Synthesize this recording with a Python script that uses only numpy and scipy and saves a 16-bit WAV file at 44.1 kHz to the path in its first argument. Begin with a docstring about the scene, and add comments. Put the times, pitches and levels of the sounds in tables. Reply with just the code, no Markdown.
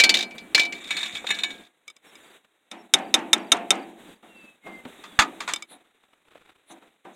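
"""Outdoors at a rusty farm machine. A steel tool drops, bounces and rocks to rest; loose tools rasp and
jangle as a hammer is drawn out. It taps a bolt, then strikes it five times, and the sheet-steel wall
booms. Something knocks hard on a bracket by the microphone; the loose bolt clinks in the fingers.
Sleeves rustle, birds call far off, and a noise gate ducks the pauses."""
import sys
import numpy as np
from scipy import signal
from scipy.fft import rfft, irfft, next_fast_len
from scipy.io import wavfile
from scipy.ndimage import uniform_filter1d, minimum_filter1d, map_coordinates

SR = 44100
rng = np.random.default_rng(int(sys.argv[2]) if len(sys.argv) > 2 else 0)


def put_to_file(sound):
    """Save the sound as 16-bit audio at rate SR, in the file named by the first command-line argument."""
    columns = np.atleast_2d(sound).T  # one column per channel
    safe = np.clip(columns, -1, 1)
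    whole_steps = np.round(safe * 32767)
    wavfile.write(sys.argv[1], SR, whole_steps.astype(np.int16))


N = 315315
TIME_S = np.arange(N) / SR
AGE_S = np.arange(SR) / SR  # time since a contact

# Bird whistles. Each row: start and length in seconds, first and last pitch in Hz, level in dB.
WHISTLES = [(2.06, .05, 5600, 5460, -68), (2.205, .045, 7300, 7000, -63), (2.78, .045, 5600, 5470, -66),
            (3.405, .03, 5700, 5500, -64), (4.28, .28, 2800, 2595, -54), (4.62, .21, 2160, 2078, -48.5),
            (4.95, .08, 3920, 3700, -60), (5.05, .1, 3680, 3400, -55)]
# Triple chirps. Each row: start in seconds, level in dB.
TRILLS = [(0.323, -65), (2.228, -72), (3.007, -65), (3.392, -64), (3.751, -63), (4.079, -73), (4.367, -73),
          (4.68, -73), (5.08, -72)]
# Arm movements. Each row: start and length in seconds, hiss swell and rustle levels in dB.
ARM_MOVES = [(0, 1.6, -59.5, -50.5), (2.017, 0.35, -54.5, -79), (2.949, .95, -57.5, -56.5),
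             (3.966, .17, -55.5, -50.5), (4.216, 0.33, -61.5, -59), (4.629, 0.22, -63, -50.5),
             (4.858, .7, -53, -54.5)]
# Fingers rubbing rust. Each row: start and length in seconds, level in dB.
RUST_RUBS = [(5.743, 1.2, -66), (6.242, 0.32, -61.5)]
# Light contacts. Each row: start in seconds, level in dB.
WALL_BUMPS = [(4.227, -48.5), (4.662, -38.5), (5.709, -48), (6.70, -46), (6.82, -53.5), (7.048, -42.5)]
FINGER_TICKS = [(2.446, -41.5), (4.851, -28), (6.036, -44.5), (6.132, -40.5), (6.495, -44)]
BOLT_CLINKS = [(1.8792, -27), (1.9003, -34), (1.965, -38), (2.154, -34.5), (5.4056, -22.5), (5.5359, -7.5),
               (5.5603, -19), (5.6231, -21.5)]
# Thuds of hands and handle. Each row: start in seconds, level in dB, pitch in Hz.
THUDS = [(1.133, -48.5, 75), (1.2433, -27, 640), (4.854, -29.5, 260), (6.355, -40.5, 564)]
# Bolt sliding in its hole. Each row: centre and half-length in seconds, level in dB, squeak in Hz.
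BOLT_SLIDES = [(5.491, 0.011, -35.5, 7900), (5.721, 0.022, -43, 10000), (6.702, 0.021, -47.5, 9740),
               (6.721, 0.01, -45, 6170), (7.145, 0.0081, -54.5, 6110)]
# Bracket knocks. Each row: start in seconds, level in dB, relative thump in dB, t60 in seconds.
KNOCKS = [(5.038, -39, -34, 0.12), (5.052, -45.5, -35, .04), (5.1897, -8, -7, 0.041),
          (5.194, -8.5, -25, 0.098), (5.2191, -15.5, -44.5, 0.053), (5.404, -29.5, -34, 0.15),
          (5.477, -27, -43, 0.26), (5.488, -27, -42, 0.092)]
# Envelope of tools dragged over each other. Each row: time in seconds, level in dB.
DRAG_LEVELS = [(0.74, -43.5), (.89, -35.5), (1.0, -27), (1.12, -36), (1.17, -32), (1.235, -46),
               (1.32, -31.5), (1.53, -47), (1.68, -56)]
# Knocks in the pile. Each row: start in seconds, level in dB, struck tool's note in Hz.
PILE_HITS = [(0.906, -10.5, 2310), (0.967, -14, 4160), (1.03, -17.5, 3920), (1.058, -19.5, 3430),
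             (1.151, -19, 3380), (1.267, -15, 3600), (1.288, -17, 2210), (1.3041, -6.5, 2130),
             (1.387, -17.5, 3640), (1.4345, -10.5, 3890), (1.504, -24, 3670)]
# Tool bounces. Each row: start in seconds, level in dB, relative long ring in dB, spot's note in Hz.
BOUNCES = [(0.0, 0, -8.5, 3970), (0.037, 1, -18.5, 4360), (0.093, -1.5, -18, 4570),
           (0.1409, -6.5, -28, 3690), (0.309, -35, -2.5, 2400), (0.381, -28, -11, 3510),
           (0.547, -1.5, -14.5, 4180), (0.578, -11, -2.5, 1750), (0.595, -6.5, -12.5, 3700),
           (0.724, -22, -12, 2130)]
# Tool rocking to rest. Each row: start and end in seconds, first level in dB.
ROCKING_RUNS = [(0.151, .238, -11), (0.614, .663, -19)]
# Hammer blows. Each row: start in seconds, level in dB, relative wall level in dB.
BLOWS = [(2.714, -34.5, -4.5), (2.9378, -7, -18), (3.141, -7.5, -17), (3.3308, -7, -20), (3.5187, -6, -18),
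         (3.7056, -9.5, -16)]

# Modes of the steel parts. Each row: frequency in Hz, level in dB, t60 in seconds.
TOOL_MODES = [(1572, -15, .24), (2988, -5, .17), (3600, -4, .13), (4266, -2, .16), (4900, -6, .11),
              (7187, -15, .1), (9749, -22, .12)]
TOOL_LONG_MODES = [(2313, -.5, .31), (2450, -8, .2)]
PILE_MODES = [(720, -27, 1), (1633, -11.5, 0.57), (1737, -4.5, 0.21), (2270, 0.5, 0.23), (2586, 0.5, 0.095),
              (2930, -6, 0.18), (3000, -8, 0.11), (3620, 5, 0.098), (3680, 10, 0.088), (3760, 0, 0.114),
              (4100, -6, .16), (4080, -13, 0.16), (5700, -15.5, 0.13), (6870, -13, 0.13),
              (6900, -17.5, 0.216), (8560, -12.5, 0.061)]
LOOSE_BOLT_MODES = [(1230, -6, 0.026), (2280, -3, 0.06), (3070, -22, 0.099), (3603, -2.5, 0.048),
                    (3860, -17, 0.063), (5030, -7, 0.041), (6660, -31, 0.075), (7590, 7.5, 0.0088)]
HELD_BOLT_MODES = [(1330, -18, .05), (2234, -17, .045), (3080, -15, .03), (3595, 0, .03), (3740, -2, .028),
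                   (5130, -16, .025), (6250, -14, .025), (6520, -15, .025), (8888, -23, .03)]
BRACKET_MODES = [(911, -4, .11), (1204, 0, .14), (1262, -1, .14), (1446, -5, .12), (1720, 0, .1),
                 (1945, -3, .08), (2337, -6, .07), (2487, -6, .07), (2685, -6, .08), (3315, -8, .08),
                 (4459, -8, .06), (4745, -9, .06)]
WALL_MODES = [(196, -9, .6), (232, -6, .6), (286, -5, .7), (335, -1.5, .8), (616, -5, .5), (693, -1.5, .75),
              (733, -4, .6), (775, -4, .6), (890, -6, .5)]
# Decay of the wall's wash. Each row: frequency in Hz, t60 in seconds.
WALL_DECAY = [(200, 0.92), (800, 0.53), (1300, 0.33), (2500, 0.43), (4000, 0.23), (10000, 0.17)]

# Noise spectra. Each row: frequency in Hz, relative density in dB.
HISS_SPECTRUM = [(30, -15), (100, -9), (300, 7), (1000, 2), (2200, 3.5), (3000, -2), (3800, 4), (4300, -17),
                 (5000, -26), (6200, -12.5), (7800, -7), (11000, -12.5), (16000, -21.5)]
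CLOTH_SPECTRUM = [(25, -15), (80, -13), (130, -16.5), (190, 3), (300, 1.5), (440, -3), (700, -8.5),
                  (1100, -13), (3500, -18.5), (5000, -38.5), (8000, -25.5), (16000, -36.5)]
RUST_SPECTRUM = [(60, -8), (250, -0.5), (650, -1), (1100, -0.5), (2200, -2), (3800, -6), (4700, -20.5),
                 (8000, -31), (16000, -32.5)]
BOOM_SPECTRUM = [(60, -38.5), (130, -25.5), (190, -5), (330, 0.5), (440, -5), (600, -3), (800, -0.5),
                 (1050, -3.5), (2400, -8), (3800, -14), (4600, -24), (8000, -22.5), (16000, -46)]
THWACK_SPECTRUM = [(150, -36), (600, -11), (900, -0.5), (1220, 3), (1500, -1), (1750, -1.5), (2500, -2),
                   (3000, -10), (3500, -1.5), (4700, -13.5), (5500, -17.5), (6800, -10.5), (10000, -27),
                   (16000, -41)]
RASP_SPECTRUM = [(200, -47.5), (700, -11.5), (1300, -9), (1750, -6), (2000, -6), (2350, 1), (3000, -13.5),
                 (3650, 3.5), (4100, -15.5), (4600, -51), (5800, -19), (7200, -9), (10000, -24),
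                 (12500, -33.5), (16000, -50.5)]
CLANK_SPECTRUM = [(150, -25), (500, -6.5), (1200, -19.5), (2200, 2.5), (3000, -1), (3700, 0), (4600, -6),
                  (5500, -6), (7000, -7), (9000, -18), (12000, -38), (16000, -49.5)]
CRACK_SPECTRUM = [(150, -26.5), (400, -6), (1000, -4.5), (1500, -1.5), (3200, 6.5), (4000, 6),
                  (4450, -24.5), (5100, 4.5), (6500, 3.5), (9000, 1), (11000, -10.5), (13000, -14.5),
                  (16000, -44)]


def amp(db):
    """Decibels to gain."""
    return 10 ** (np.asarray(db) / 20)


def unit(x):
    """x at rms 1."""
    return x / np.sqrt(np.mean(x ** 2) + 1e-20)


def along(points, hz):
    """(Hz, value) points read on a log frequency axis."""
    knots_hz, values = np.transpose(points)
    return np.interp(np.log(hz + 1), np.log(knots_hz + 1), values)


def wobble(rate_hz):
    """Smooth random curve, rate_hz knots a second."""
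    return map_coordinates(rng.standard_normal(int(N * rate_hz / SR) + 4), [TIME_S * rate_hz])


def noise(spectrum, size=SR):
    """Coloured noise at rms 1."""
    gains = amp(along(spectrum, np.fft.rfftfreq(size, 1 / SR)))
    return unit(irfft(rfft(rng.standard_normal(size)) * gains, size))


def fade(t60_s, attack_s):
    """Quick rise, exponential decay."""
    return np.exp(-np.log(1000) * AGE_S / t60_s) * (1 - np.exp(-AGE_S / attack_s))


def ring(modes, attack_s, scatter_db=2.5):
    """Damped modes; each contact excites them at new strengths."""
    hz, db, t60_s = np.transpose(modes)
    gains = amp(db + scatter_db * rng.standard_normal(len(db)))
    gains *= np.sqrt(2) / np.linalg.norm(gains)
    phases = rng.uniform(0, 2 * np.pi, len(db))
    return sum(gain * np.sin(2 * np.pi * mode_hz * AGE_S + phase) * fade(decay_s, attack_s)
               for gain, mode_hz, phase, decay_s in zip(gains, hz, phases, t60_s))


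def resonance(x, hz, width_hz):
    """x through one resonance, at rms 1."""
    return unit(signal.lfilter(*signal.iirpeak(hz, hz / width_hz, SR), x))


def spot_note(hz, t60_s, attack_s):
    """Short noisy note of steel damped by the steel it touches."""
    return resonance(rng.standard_normal(SR), hz, width_hz=200) * fade(t60_s, attack_s)


def grains(spectrum, rate_hz, spread_db, kinds=8):
    """Dense tiny snaps of uneven size, at rms 1."""
    onsets = rng.random((kinds, N)) < rate_hz / kinds / SR
    snaps = onsets * amp(spread_db * rng.uniform(-1.23, 1, (kinds, N)))
    shapes = np.array([noise(spectrum) * fade(t60_s=.032, attack_s=.000298) for _ in range(kinds)])
    return unit(signal.fftconvolve(snaps, shapes, axes=1).sum(axis=0)[:N])


def gesture(start_s, length_s, rise_s=.03, release_s=.04):
    """Gain of one movement: rise, hold, decay."""
    rise = np.clip((TIME_S - start_s) / rise_s, 0, 1)
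    return rise * np.exp(-np.maximum(TIME_S - start_s - length_s, 0) / release_s)


def add(track, start_s, sound):
    """Mix sound into track from start_s."""
    start = max(round(start_s * SR), 0)
    track[start:start + len(sound)] += sound[:N - start]


def air():
    """Faint, steady outdoor hiss."""
    return amp(-60.5) * noise(HISS_SPECTRUM, N)


def whistle(length_s, start_hz, end_hz):
    """One note that falls quickly, then levels out."""
    progress = np.linspace(0, 1, int(length_s * SR))
    hz = end_hz + (start_hz - end_hz) * (1 - progress) ** 2
    return np.sqrt(2 * np.abs(np.sin(np.pi * progress))) * np.sin(2 * np.pi * np.cumsum(hz) / SR)


def birds(chirp_gap_s=.036):
    """Distant whistles and triple chirps, fluttering on their way through the air."""
    out = np.zeros(N)
    for start_s, length_s, start_hz, end_hz, db in WHISTLES:
        add(out, start_s, amp(db) * whistle(length_s, start_hz, end_hz))
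    chirp = whistle(length_s=.022, start_hz=4850, end_hz=4550)
    for start_s, db in TRILLS:
        for k in range(3):
            add(out, start_s + k * chirp_gap_s, amp(db) * chirp)
    return out * amp(2.5 * wobble(rate_hz=70))


def sleeves():
    """Arm movements rustle the sleeves' folds; the outdoor hiss swells with each movement."""
    swish = noise(HISS_SPECTRUM, N) * amp(.89 * wobble(rate_hz=45))
    rustle = unit(noise(CLOTH_SPECTRUM, N) * amp(3 * wobble(rate_hz=45)))
    return sum(gesture(start_s, length_s) * (amp(hiss_db) * swish + amp(rustle_db) * rustle)
               for start_s, length_s, hiss_db, rustle_db in ARM_MOVES)


def wall():
    """Struck sheet steel: low modes over a dense wash whose treble dies first."""
    hz, age_s, frames = signal.stft(noise(BOOM_SPECTRUM), SR, nperseg=256)
    decay = np.exp(-np.log(1000) * age_s / along(WALL_DECAY, hz)[:, None])
    wash = signal.istft(frames * decay, SR, nperseg=256)[1][:SR]
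    rise = 1 - np.exp(-AGE_S / .002)
    return amp(-1) * wash * rise + amp(-6.5) * ring(WALL_MODES, attack_s=.008, scatter_db=4)


def handling():
    """Hands on the machine: rust crackles, the bumped wall murmurs, fingers tick, the handle thuds."""
    rubbing = sum(amp(db) * gesture(start_s, length_s) for start_s, length_s, db in RUST_RUBS)
    out = rubbing * grains(RUST_SPECTRUM, rate_hz=260, spread_db=7.5)
    soften = signal.butter(1, 1300, fs=SR, output="sos")
    hand_damping = fade(t60_s=1.4, attack_s=.0016)
    for start_s, db in WALL_BUMPS:
        add(out, start_s, amp(db + 3.5) * signal.sosfilt(soften, wall()) * hand_damping)
    for start_s, db in FINGER_TICKS:
        add(out, start_s, amp(db - 6) * noise(RUST_SPECTRUM) * fade(t60_s=.034, attack_s=.00114))
    for start_s, db, hz in THUDS:
        thud = resonance(noise(HISS_SPECTRUM), hz, width_hz=hz / 2)
        add(out, start_s, amp(db) * thud * fade(t60_s=22 / hz, attack_s=.00084))
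    return out


def loose_bolt():
    """Light contacts tick and ring, damped by the fingers; sliding hisses and squeaks."""
    out = np.zeros(N)
    for start_s, db in BOLT_CLINKS:
        tick = noise(CRACK_SPECTRUM) * fade(t60_s=.023, attack_s=.00048)
        bolt = ring(LOOSE_BOLT_MODES, attack_s=.0012)
        add(out, start_s, amp(db) * (amp(-1.5) * bolt + amp(-9) * tick))
    for centre_s, half_s, db, squeak_hz in BOLT_SLIDES:
        rub = noise(HISS_SPECTRUM, N)
        hiss = resonance(rub, 4250, width_hz=530)
        squeak = resonance(np.diff(rub, prepend=0), squeak_hz, width_hz=590)
        swell = np.exp(-((TIME_S - centre_s) / half_s) ** 2 / 2)
        out += amp(db - 10.5) * swell * (hiss + amp(2) * squeak)
    return out


def bracket_knocks():
    """Hard knocks on a nearby steel bracket; the shock reaches the microphone as one low thump."""
    out = np.zeros(N)
    thump = fade(t60_s=.019, attack_s=.00027) * np.cos(2 * np.pi * 55 * AGE_S)
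    for start_s, db, thump_db, t60_s in KNOCKS:
        thwack = noise(THWACK_SPECTRUM) * fade(t60_s, attack_s=.00043)
        bracket = ring(BRACKET_MODES, attack_s=.001)
        knock = thwack + amp(-5.5) * bracket + amp(thump_db) * thump + amp(-24.5) * wall()
        add(out, start_s, amp(db) * knock)
    return out


def catches(rate_hz=38, centre_hz=3640):
    """Dragged tools catch at uneven moments; each catch snaps and rings on its own note."""
    out = np.zeros(N)
    first_s, last_s = DRAG_LEVELS[0][0], DRAG_LEVELS[-1][0]
    draws = rng.standard_normal((120, 3))
    bursts = rng.standard_normal((len(draws), SR // 8))
    snap = noise(CRACK_SPECTRUM) * fade(t60_s=.0098, attack_s=.0002)
    for k, ((lag, strength, detune), burst) in enumerate(zip(draws, bursts)):
        start_s = first_s + (k + lag / 2) / rate_hz
        if first_s < start_s < last_s:
            note = resonance(burst, centre_hz * np.exp(.033 * detune), width_hz=200)
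            gain = amp(np.interp(start_s, *np.transpose(DRAG_LEVELS)) + 3.5 + 2.4 * strength)
            add(out, start_s, gain * note * fade(t60_s=.05, attack_s=.0031)[:len(note)])
            add(out, start_s, gain * amp(-12) * snap)
    return out


def tool_pile():
    """Loose tools rasp, which keeps the steel jangling; each knock picks out another tool's note."""
    rasp = grains(RASP_SPECTRUM, rate_hz=1600, spread_db=9.5)
    jangle = unit(signal.fftconvolve(rasp, ring(PILE_MODES, attack_s=.0016, scatter_db=4.5))[:N])
    drag = amp(np.interp(TIME_S, *np.transpose(DRAG_LEVELS), left=-120, right=-120))
    out = drag * (amp(-6) * rasp + amp(-9.5) * jangle) + catches()
    for start_s, db, spot_hz in PILE_HITS:
        touch = noise(RASP_SPECTRUM) * fade(t60_s=.057, attack_s=.0013)
        spot = spot_note(spot_hz, t60_s=.054, attack_s=.0025)
        pile = ring(PILE_MODES, attack_s=.00096)
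        hit = amp(-9.5) * pile + amp(-11) * touch + amp(-9) * spot + amp(-37) * wall()
        add(out, start_s, amp(db) * hit)
    return out


def rocking(gap_s=.0187, loss_db=1.5, ring_db=-18.5, spot_hz=3750):
    """Bounce rows of the settling tool: evenly spaced, each weaker than the last."""
    return [(contact_s, db - k * loss_db, ring_db, spot_hz)
            for start_s, end_s, db in ROCKING_RUNS
            for k, contact_s in enumerate(np.arange(start_s, end_s, gap_s))]


def dropped_tool():
    """Each bounce clanks on the machine and feeds energy into the tool's two long notes."""
    out, fed_energy = np.zeros(N), np.zeros(N)
    for start_s, db, ring_db, spot_hz in BOUNCES + rocking():
        clank = noise(CLANK_SPECTRUM) * fade(t60_s=.064, attack_s=.0002)
        spot = spot_note(spot_hz, t60_s=.053, attack_s=.0016)
        tool = ring(TOOL_MODES, attack_s=.00091)
        bounce = amp(-9.5) * clank + amp(-5) * spot + amp(-19.5) * tool + amp(-32) * wall()
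        add(out, start_s, amp(db) * bounce)
        add(fed_energy, start_s, amp([db + ring_db]) ** 2)
    for hz, db, t60_s in TOOL_LONG_MODES:
        energy = np.abs(signal.fftconvolve(fed_energy, fade(t60_s, attack_s=.0015) ** 2)[:N])
        chatter_rad = .45 * wobble(rate_hz=60)
        out += amp(db) * np.sqrt(energy) * np.sin(2 * np.pi * hz * TIME_S + chatter_rad)
    return out


def hammer(rebound_s=.049):
    """Steel crack, short ring of the hand-held bolt, boom of the wall that carries it, faint rebound."""
    out = np.zeros(N)
    for start_s, db, wall_db in BLOWS:
        crack = noise(CRACK_SPECTRUM) * fade(t60_s=.034, attack_s=.00013)
        bolt = ring(HELD_BOLT_MODES, attack_s=.006, scatter_db=2)
        add(out, start_s, amp(db) * (amp(1.5) * crack + amp(12.5) * bolt + amp(wall_db) * wall()))
        rebound = resonance(crack, 7500, width_hz=2500) * np.std(crack)
        add(out, start_s + rebound_s, amp(db - 36.5) * rebound)
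    return out


def noise_gate(x, threshold_db=-53, slope=1.3, depth_db=14, window_s=.013):
    """Cuts slope dB per dB below the threshold, up to depth_db."""
    power = np.abs(uniform_filter1d(x ** 2, size=int(window_s * SR)))
    below_db = threshold_db - 10 * np.log10(power + 1e-12)
    return x * amp(-np.clip(slope * below_db, 0, depth_db))


def scene():
    """All sources at one microphone; small steel parts radiate little bass."""
    bass_cut = signal.butter(3, 111, "high", fs=SR, output="sos")
    steel = signal.sosfilt(bass_cut, dropped_tool() + tool_pile() + hammer() + loose_bolt())
    return (steel + bracket_knocks() + sleeves() + handling() + birds() + air())[None]


def record(dry):
    """Noise gate, fast limiter, band limit."""
    ceiling, top_hz = .97, 16200
    gated = noise_gate(dry)
    needed_gain = np.minimum(1, ceiling / (np.abs(gated) + 1e-9))
    limited = gated * uniform_filter1d(minimum_filter1d(needed_gain, size=90), size=90)
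    size = next_fast_len(N + SR // 2)
    passband = np.fft.rfftfreq(size, 1 / SR) < top_hz
    return irfft(rfft(limited, size) * passband, size)[..., :N]


dry = scene()
out = record(dry)
put_to_file(out)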